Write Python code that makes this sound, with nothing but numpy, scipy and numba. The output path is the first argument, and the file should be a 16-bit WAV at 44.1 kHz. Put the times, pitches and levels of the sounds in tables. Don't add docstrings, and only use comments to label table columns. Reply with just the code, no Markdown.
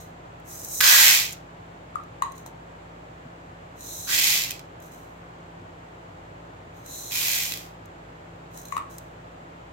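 import sys
import numpy as np
from scipy import signal
from scipy.fft import rfft, irfft
from scipy.io import wavfile
from numba import njit

SR = 44100
rng = np.random.default_rng(int(sys.argv[2]) if len(sys.argv) > 2 else 0)


def master_out(mix):
    frames = np.transpose(np.atleast_2d(mix))
    ceiling = np.clip(frames, -1, 1)
    pcm = np.round(ceiling * 32767).astype(np.int16)
    wavfile.write(sys.argv[1], SR, pcm)


N = 428652
T = np.arange(N) / SR

# start in seconds, attack in seconds, time until the ebb in seconds,
# release in seconds, relative level in dB, treble in dB, landings per second, the bowl's first pitch
# in Hz, time to load the bowl in seconds, hollow thud in dB.
BOWL_POURS = [ (0.800, .04, 0.24, 0.32, -18, -1, 22000, 1620, 0.47, 1),
              (4.067, 0.049, 0.19, 0.36, -24, -2.5, 7000, 1390, 0.12, -29),
              (7.104, 0.039, .2, .43, -31, 1.5, 11000, 2300, 0.15, -6), ]
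# start in seconds, relative level in dB.
SINGLE_LANDINGS = [(.8055, 1), (.8095, 5), (.8135, -1), (.838, 1), (.843, 4), (4.437, -6), (4.508, -6),
                   (4.517, -13), (4.594, -20.5), (7.111, -17), (7.1205, -10), (7.1542, -9), (7.521, -7),
                   (7.538, -9.5), (7.5735, -14)]
# frequency in Hz, gain in dB.
HEAP_COLOUR = [(500, -4), (2000, -3.5), (2800, -1.5), (3800, 0.5), (4400, 0.5), (5200, 1), (7300, 1.5),
               (8400, -4), (10900, -6.5), (11900, 0), (13500, -0.5), (16000, -5)]
# frequency in Hz, width in Hz, gain in dB.
BOWL_MODES = [(297.4, 140, -19), (793, 280, -9.5)]
# start in seconds, swell in seconds,
# time until the run-out in seconds, run-out in seconds, relative level in dB, contacts per second,
# low cut in Hz, ring of the cup in dB.
CUP_SLIDES = [ (0.0, 0.0013, 0.0048, 0.041, -51.5, 5400, 2500, 3),
              (0.431, 0.11, 0.42, .05, -44, 8500, 4614, -9), (0.653, 0.12, 0.15, .05, -34, 7600, 4862, -3),
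              (2.329, 0.042, .055, 0.033, -58, 1300, 4000, 10),
              (2.456, 0.0062, 0.0076, 0.017, -51.5, 800, 3500, 5),
              (3.734, 0.2, 0.33, 0.043, -41, 12000, 3580, 2.5),
              (4.802, 0.036, .06, 0.041, -58, 1700, 3700, -4),
              (4.91, 0.01, 0.031, 0.1, -57.5, 2000, 3700, -3), (6.717, 0.054, .12, .03, -65, 2000, 3700, 4),
              (6.818, 0.14, .29, .06, -42, 14500, 3500, 6),
              (8.49, 0.11, 0.11, 0.039, -49.5, 1200, 3740, -4),
              (8.643, .008, 0.13, 0.018, -57, 1300, 3700, 11),
              (8.89, 0.023, .025, .07, -54, 3400, 3720, -7), ]
# start in seconds, relative level in dB.
CUP_TICKS = [(.399, -50), (0.647, -22), (.658, -33), (0.686, -27.5), (1.308, -32), (1.325, -28),
             (1.33, -25), (2.0363, -47.5), (2.32, -37.5), (2.3797, -37), (2.4624, -33.5), (3.808, -33.5),
             (4.8015, -43), (4.824, -42), (6.8613, -33.5), (7.8565, -45), (8.574, -34), (8.6534, -33),
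             (8.684, -35), (8.983, -28.5)]
# frequency in Hz, gain in dB.
SCRAPE_COLOUR = [(2500, -24), (3700, -10), (5200, -7), (6000, -2), (7900, -1), (9000, -7), (11200, -7),
                 (12000, -1), (13500, -4), (16000, -6)]
# frequency in Hz, width in Hz, gain in dB.
CUP_AIR_MODES = [(4070, 170, 8), (6290, 190, 8), (6930, 240, 7), (8300, 220, 1), (9900, 260, -6),
                 (11980, 280, 1), (13500, 400, -6)]
# start in seconds, level in dB, pitch in Hz, swell in seconds,
# then the offsets in dB of the crack and of the lingering note.
CUP_KNOCKS = [(1.9553, -14.5, 1237, 0.0027, -23.5, -34), (2.2211, -8.5, 1082, 0.0024, -15, -22.5),
              (2.461, -28.5, 890, 0.0012, -16, -22), (8.7225, -18, 1092, 0.0032, -13.5, -17),
              (8.766, -11.5, 1113, 0.0025, -17, -28), (8.7768, -21, 1260, 0.0042, -10, -24)]
# frequency in Hz, width in Hz, gain in dB.
CUP_WALL_MODES = [(1980, 430, 7), (2460, 160, 2), (3750, 300, -0.5), (6650, 270, 1.5), (7630, 560, -3),
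                  (9510, 220, -7), (12580, 630, -29.5)]
# start in seconds, level in dB, pitch in Hz.
HAND_BUMPS = [(3.245, -40.5, 148), (3.249, -42.5, 241)]
# multiple of the shaft rate, rms level in dB.
MOTOR_PARTIALS = [(1, -57), (2, -64), (3, -54.5), (5, -63), (6, -63), (8, -72)]
# frequency in Hz, relative level in dB.
AIR_MID_COLOUR = [(25, -19), (70, -16.5), (92, 5.5), (140, 1), (195, -7), (260, -4), (480, -5), (700, -5.5),
                  (1400, -14), (3000, -21.5), (5600, -35.5), (7400, -31.5), (9500, -45.5), (16000, -46.5)]
AIR_SIDE_COLOUR = [(25, -44.5), (120, -16.5), (300, -10.5), (650, 3.5), (1000, -1.5), (1800, -8.5),
                   (3000, -18.5), (5600, -30.5), (7400, -27), (9000, -43), (11000, -41.5), (12200, -41),
                   (16000, -55)]


def pouring(loaded_hz=2130, body_db=7, treble_db=8.5, dulling=.193, thud_fade_db_per_s=27):
    hail, floor_hz, thud_gain = np.zeros((2, N)), np.full(N, float(loaded_hz)), np.zeros(N)
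    for start, attack_s, ebb_s, release_s, db, bright_db, per_s, first_hz, load_s, thud_db in BOWL_POURS:
        span, age = since(start)
        ebb_db = -37.5 * (np.maximum(age - ebb_s, 0) / release_s) ** 2.13
        flow = (1 - np.exp(-age / attack_s)) * undb(db + ebb_db)
        hits = contacts(len(age), per_s, spread_db=3.3)
        body = signal.sosfiltfilt(signal.butter(2, 8000, fs=SR, output="sos"), hits)
        treble = undb(treble_db + bright_db + dulling * ebb_db) * (hits - body)
        hail[:, span] = flow * (undb(body_db) * body + treble)
        floor_hz[span] = first_hz + (loaded_hz - first_hz) * ease(age / load_s)
        thud_gain[span] = undb(thud_db - thud_fade_db_per_s * age)
    singles = undb(-1) * strikes(SINGLE_LANDINGS, chatter_s=.0018, chatter_db=5)
    heap = ring(hail + singles, click(HEAP_COLOUR))
    rattle = np.array([resonant_highpass(side, floor_hz, damping=.26) for side in heap])
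    rattle = np.array([resonant_highpass(side, .85 * floor_hz, damping=1.69) for side in rattle])
    hollow = band(heap, (1250, 1950), "bandpass", order=1)
    thud = thud_gain * band(hollow, 560, "highpass")
    low_ring = ring(heap, resonances(BOWL_MODES))
    return pan(bowl_walls(rattle - thud + low_ring), right_db=2)


def bowl_walls(x, bounce_db=-8, fade_s=.005, size=900):
    t = np.arange(size) / SR
    bounces = rng.standard_normal((2, size)) * np.exp(-t / fade_s) * (t > .001)
    return (x + ring(x, at_energy(bounces, bounce_db))) / np.sqrt(1 + undb(bounce_db) ** 2)


def sliding(gain_db=4):
    out = np.zeros((2, N))
    middles = np.array([start + length_s / 2 for start, _, length_s, *_ in CUP_SLIDES])
    for k, (start, swell_s, length_s, run_out_s, db, per_s, low_hz, ring_db) in enumerate(CUP_SLIDES):
        ticks = [tick for tick in CUP_TICKS if np.argmin(abs(middles - tick[0])) == k]
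        force = undb(-1) * strikes(ticks, chatter_s=.003, chatter_db=15.5)
        span, age = since(start)
        flow = ease(age / swell_s) * np.exp(-np.maximum(age - length_s, 0) / run_out_s)
        force[:, span] += undb(gain_db + db) * flow * contacts(len(age), per_s, spread_db=1)
        out += ring(force, cup_response(low_hz, ring_db))
    return pan(out, right_db=1)


def cup_response(low_hz, ring_db):
    contact = click(SCRAPE_COLOUR) + undb(ring_db) * resonances(CUP_AIR_MODES)
    response = band(contact, low_hz, "highpass", order=4)
    return response / np.sqrt(np.sum(response ** 2))


def contacts(length, per_s, spread_db, max_count=30000, max_lag=16):
    when, strength, polarity, place = rng.random((max_count, 4))[:int(per_s * length / SR)].T
    at = (when * (length - 2 * max_lag)).astype(int) + max_lag
    force = undb(spread_db * np.minimum(-np.log(1 - strength), 5)) * np.sign(polarity - .5)
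    lag = np.round((2 * place - 1) * max_lag).astype(int)
    return unit(np.array([np.bincount(at, force, length), np.bincount(at + lag, force, length)]))


def strikes(rows, chatter_s, chatter_db, size=2048):
    out, t = np.zeros((2, N)), np.arange(size) / SR
    for start, db in rows:
        hit = at_energy(rng.standard_normal((2, size)) * np.exp(-t / chatter_s), chatter_db)
        hit[[0, 1], rng.integers(0, 10, 2)] += 1
        at = int(start * SR)
        out[:, at:at + size] += undb(db) * hit
    return out


def knocking(far_db=-8, far_lag_s=.00029, linger_s=.038):
    note, cracks = np.zeros(N), []
    for start, db, hz, swell_s, crack_db, linger_db in CUP_KNOCKS:
        note += hollow_note(start, db, hz, swell_s) + hollow_note(start, db + linger_db, hz, linger_s)
        cracks.append((start + .0006, db + crack_db))
    force = strikes(cracks, chatter_s=.0025, chatter_db=11)
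    clack = undb([[12], [9]]) * ring(force, resonances(CUP_WALL_MODES))
    far_note = undb(far_db) * np.interp(T - far_lag_s, T, note)
    return np.array([note, far_note]) + clack


def bumping():
    return sum(hollow_note(start, db, hz, swell_s=.011) for start, db, hz in HAND_BUMPS)


def hollow_note(start, db, hz, swell_s, size=8192):
    note, t = np.zeros(N), np.arange(size) / SR
    envelope = (t / swell_s * np.exp(1 - t / swell_s)) ** 2
    at = int(start * SR)
    note[at:at + size] = undb(db) * envelope * np.sin(2 * np.pi * hz * t)
    return note


def kitchen(x, wet_db, t60_s, echo_s, echo_db, size=22050):
    t = np.arange(size) / SR
    tail = rng.standard_normal((2, size)) * np.exp(-np.log(1000) * t / t60_s) * (t > .005)
    tail = band(at_energy(tail, wet_db), 7000, "lowpass", order=1)
    mid = x.sum(0) / np.sqrt(2)
    echo = undb(echo_db) * np.roll(x, int(echo_s * SR), axis=1)
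    return x + echo + ring(np.tile(mid, (2, 1)), tail)


def motor(shaft_hz=56.2):
    hum = np.zeros(N)
    for multiple, db in MOTOR_PARTIALS:
        amplitude = np.sqrt(2) * undb(db + 1.3 * wander(per_s=12))
        drift = .3 * wander(per_s=7)
        hum += amplitude * np.sin(2 * np.pi * (multiple * shaft_hz * T + rng.random()) + drift)
    return hum


def room_tone(rms_db=-47.5):
    mid, side = (unit(irfft(rfft(rng.standard_normal(N)) * gains(colour, N), N))
                 for colour in (AIR_MID_COLOUR, AIR_SIDE_COLOUR))
    return undb(rms_db) * np.array([mid + side, mid - side])


def undb(db):
    return 10 ** (np.asarray(db) / 20)


def unit(x):
    return x / np.sqrt(np.mean(x ** 2))


def at_energy(x, db):
    return x * undb(db) / np.sqrt(np.sum(x ** 2) / 2)


def pan(x, right_db):
    return x * undb([[-right_db / 2], [right_db / 2]])


def gains(colour, size):
    hz, db = np.transpose(colour)
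    return undb(np.interp(np.log(np.fft.rfftfreq(size, 1 / SR) + 1), np.log(hz), db))


def click(colour, size=512):
    cepstrum = irfft(np.log(gains(colour, size)))
    cepstrum[1:size // 2] *= 2
    cepstrum[size // 2 + 1:] = 0
    return irfft(np.exp(rfft(cepstrum)))


def resonances(modes, size=512):
    t = np.arange(size) / SR
    return sum(undb(db) * 2 * np.pi * width / SR * np.exp(-np.pi * width * t) * np.cos(2 * np.pi * hz * t)
               for hz, width, db in modes)


def ring(x, response):
    return signal.oaconvolve(x, np.atleast_2d(response), axes=1)[:, :x.shape[1]]


def band(x, hz, kind, order=2):
    return signal.sosfilt(signal.butter(order, hz, kind, fs=SR, output="sos"), x)


@njit
def resonant_highpass(x, hz, damping):
    high, band_state, low_state = np.empty(len(x)), 0., 0.
    for i in range(len(x)):
        g = np.tan(np.pi * hz[i] / SR)
        mid = (band_state + g * (x[i] + 1e-18 - low_state)) / (1 + g * (g + damping))
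        low = low_state + g * mid
        high[i] = x[i] - damping * mid - low
        band_state, low_state = 2 * mid - band_state, 2 * low - low_state
    return high


def wander(per_s):
    knots = rng.standard_normal(400)
    return np.sqrt(3 / 2) * np.interp(T * per_s, np.arange(len(knots)), knots)


def ease(x):
    return np.sin(np.pi / 2 * np.clip(x, 0, 1)) ** 2


def since(start, longest_s=.8):
    span = (T >= start) & (T < start + longest_s)
    return span, T[span] - start


def scene():
    lentils = kitchen(sliding() + pouring(), wet_db=-10, t60_s=.25, echo_s=.003, echo_db=-23)
    knocks = kitchen(knocking(), wet_db=-3, t60_s=.29, echo_s=.01, echo_db=-14)
    return lentils + knocks + bumping() + motor() + room_tone()


def record(dry, top_hz=15850, ceiling=.9):
    top_cut = signal.ellip(10, .1, 80, top_hz, fs=SR, output="sos")
    heard = signal.sosfilt(top_cut, dry)
    rounded = heard / (1 + (heard / ceiling) ** 6) ** (1 / 6)
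    return signal.sosfilt(top_cut, rounded)


dry = scene()
out = record(dry)
master_out(out)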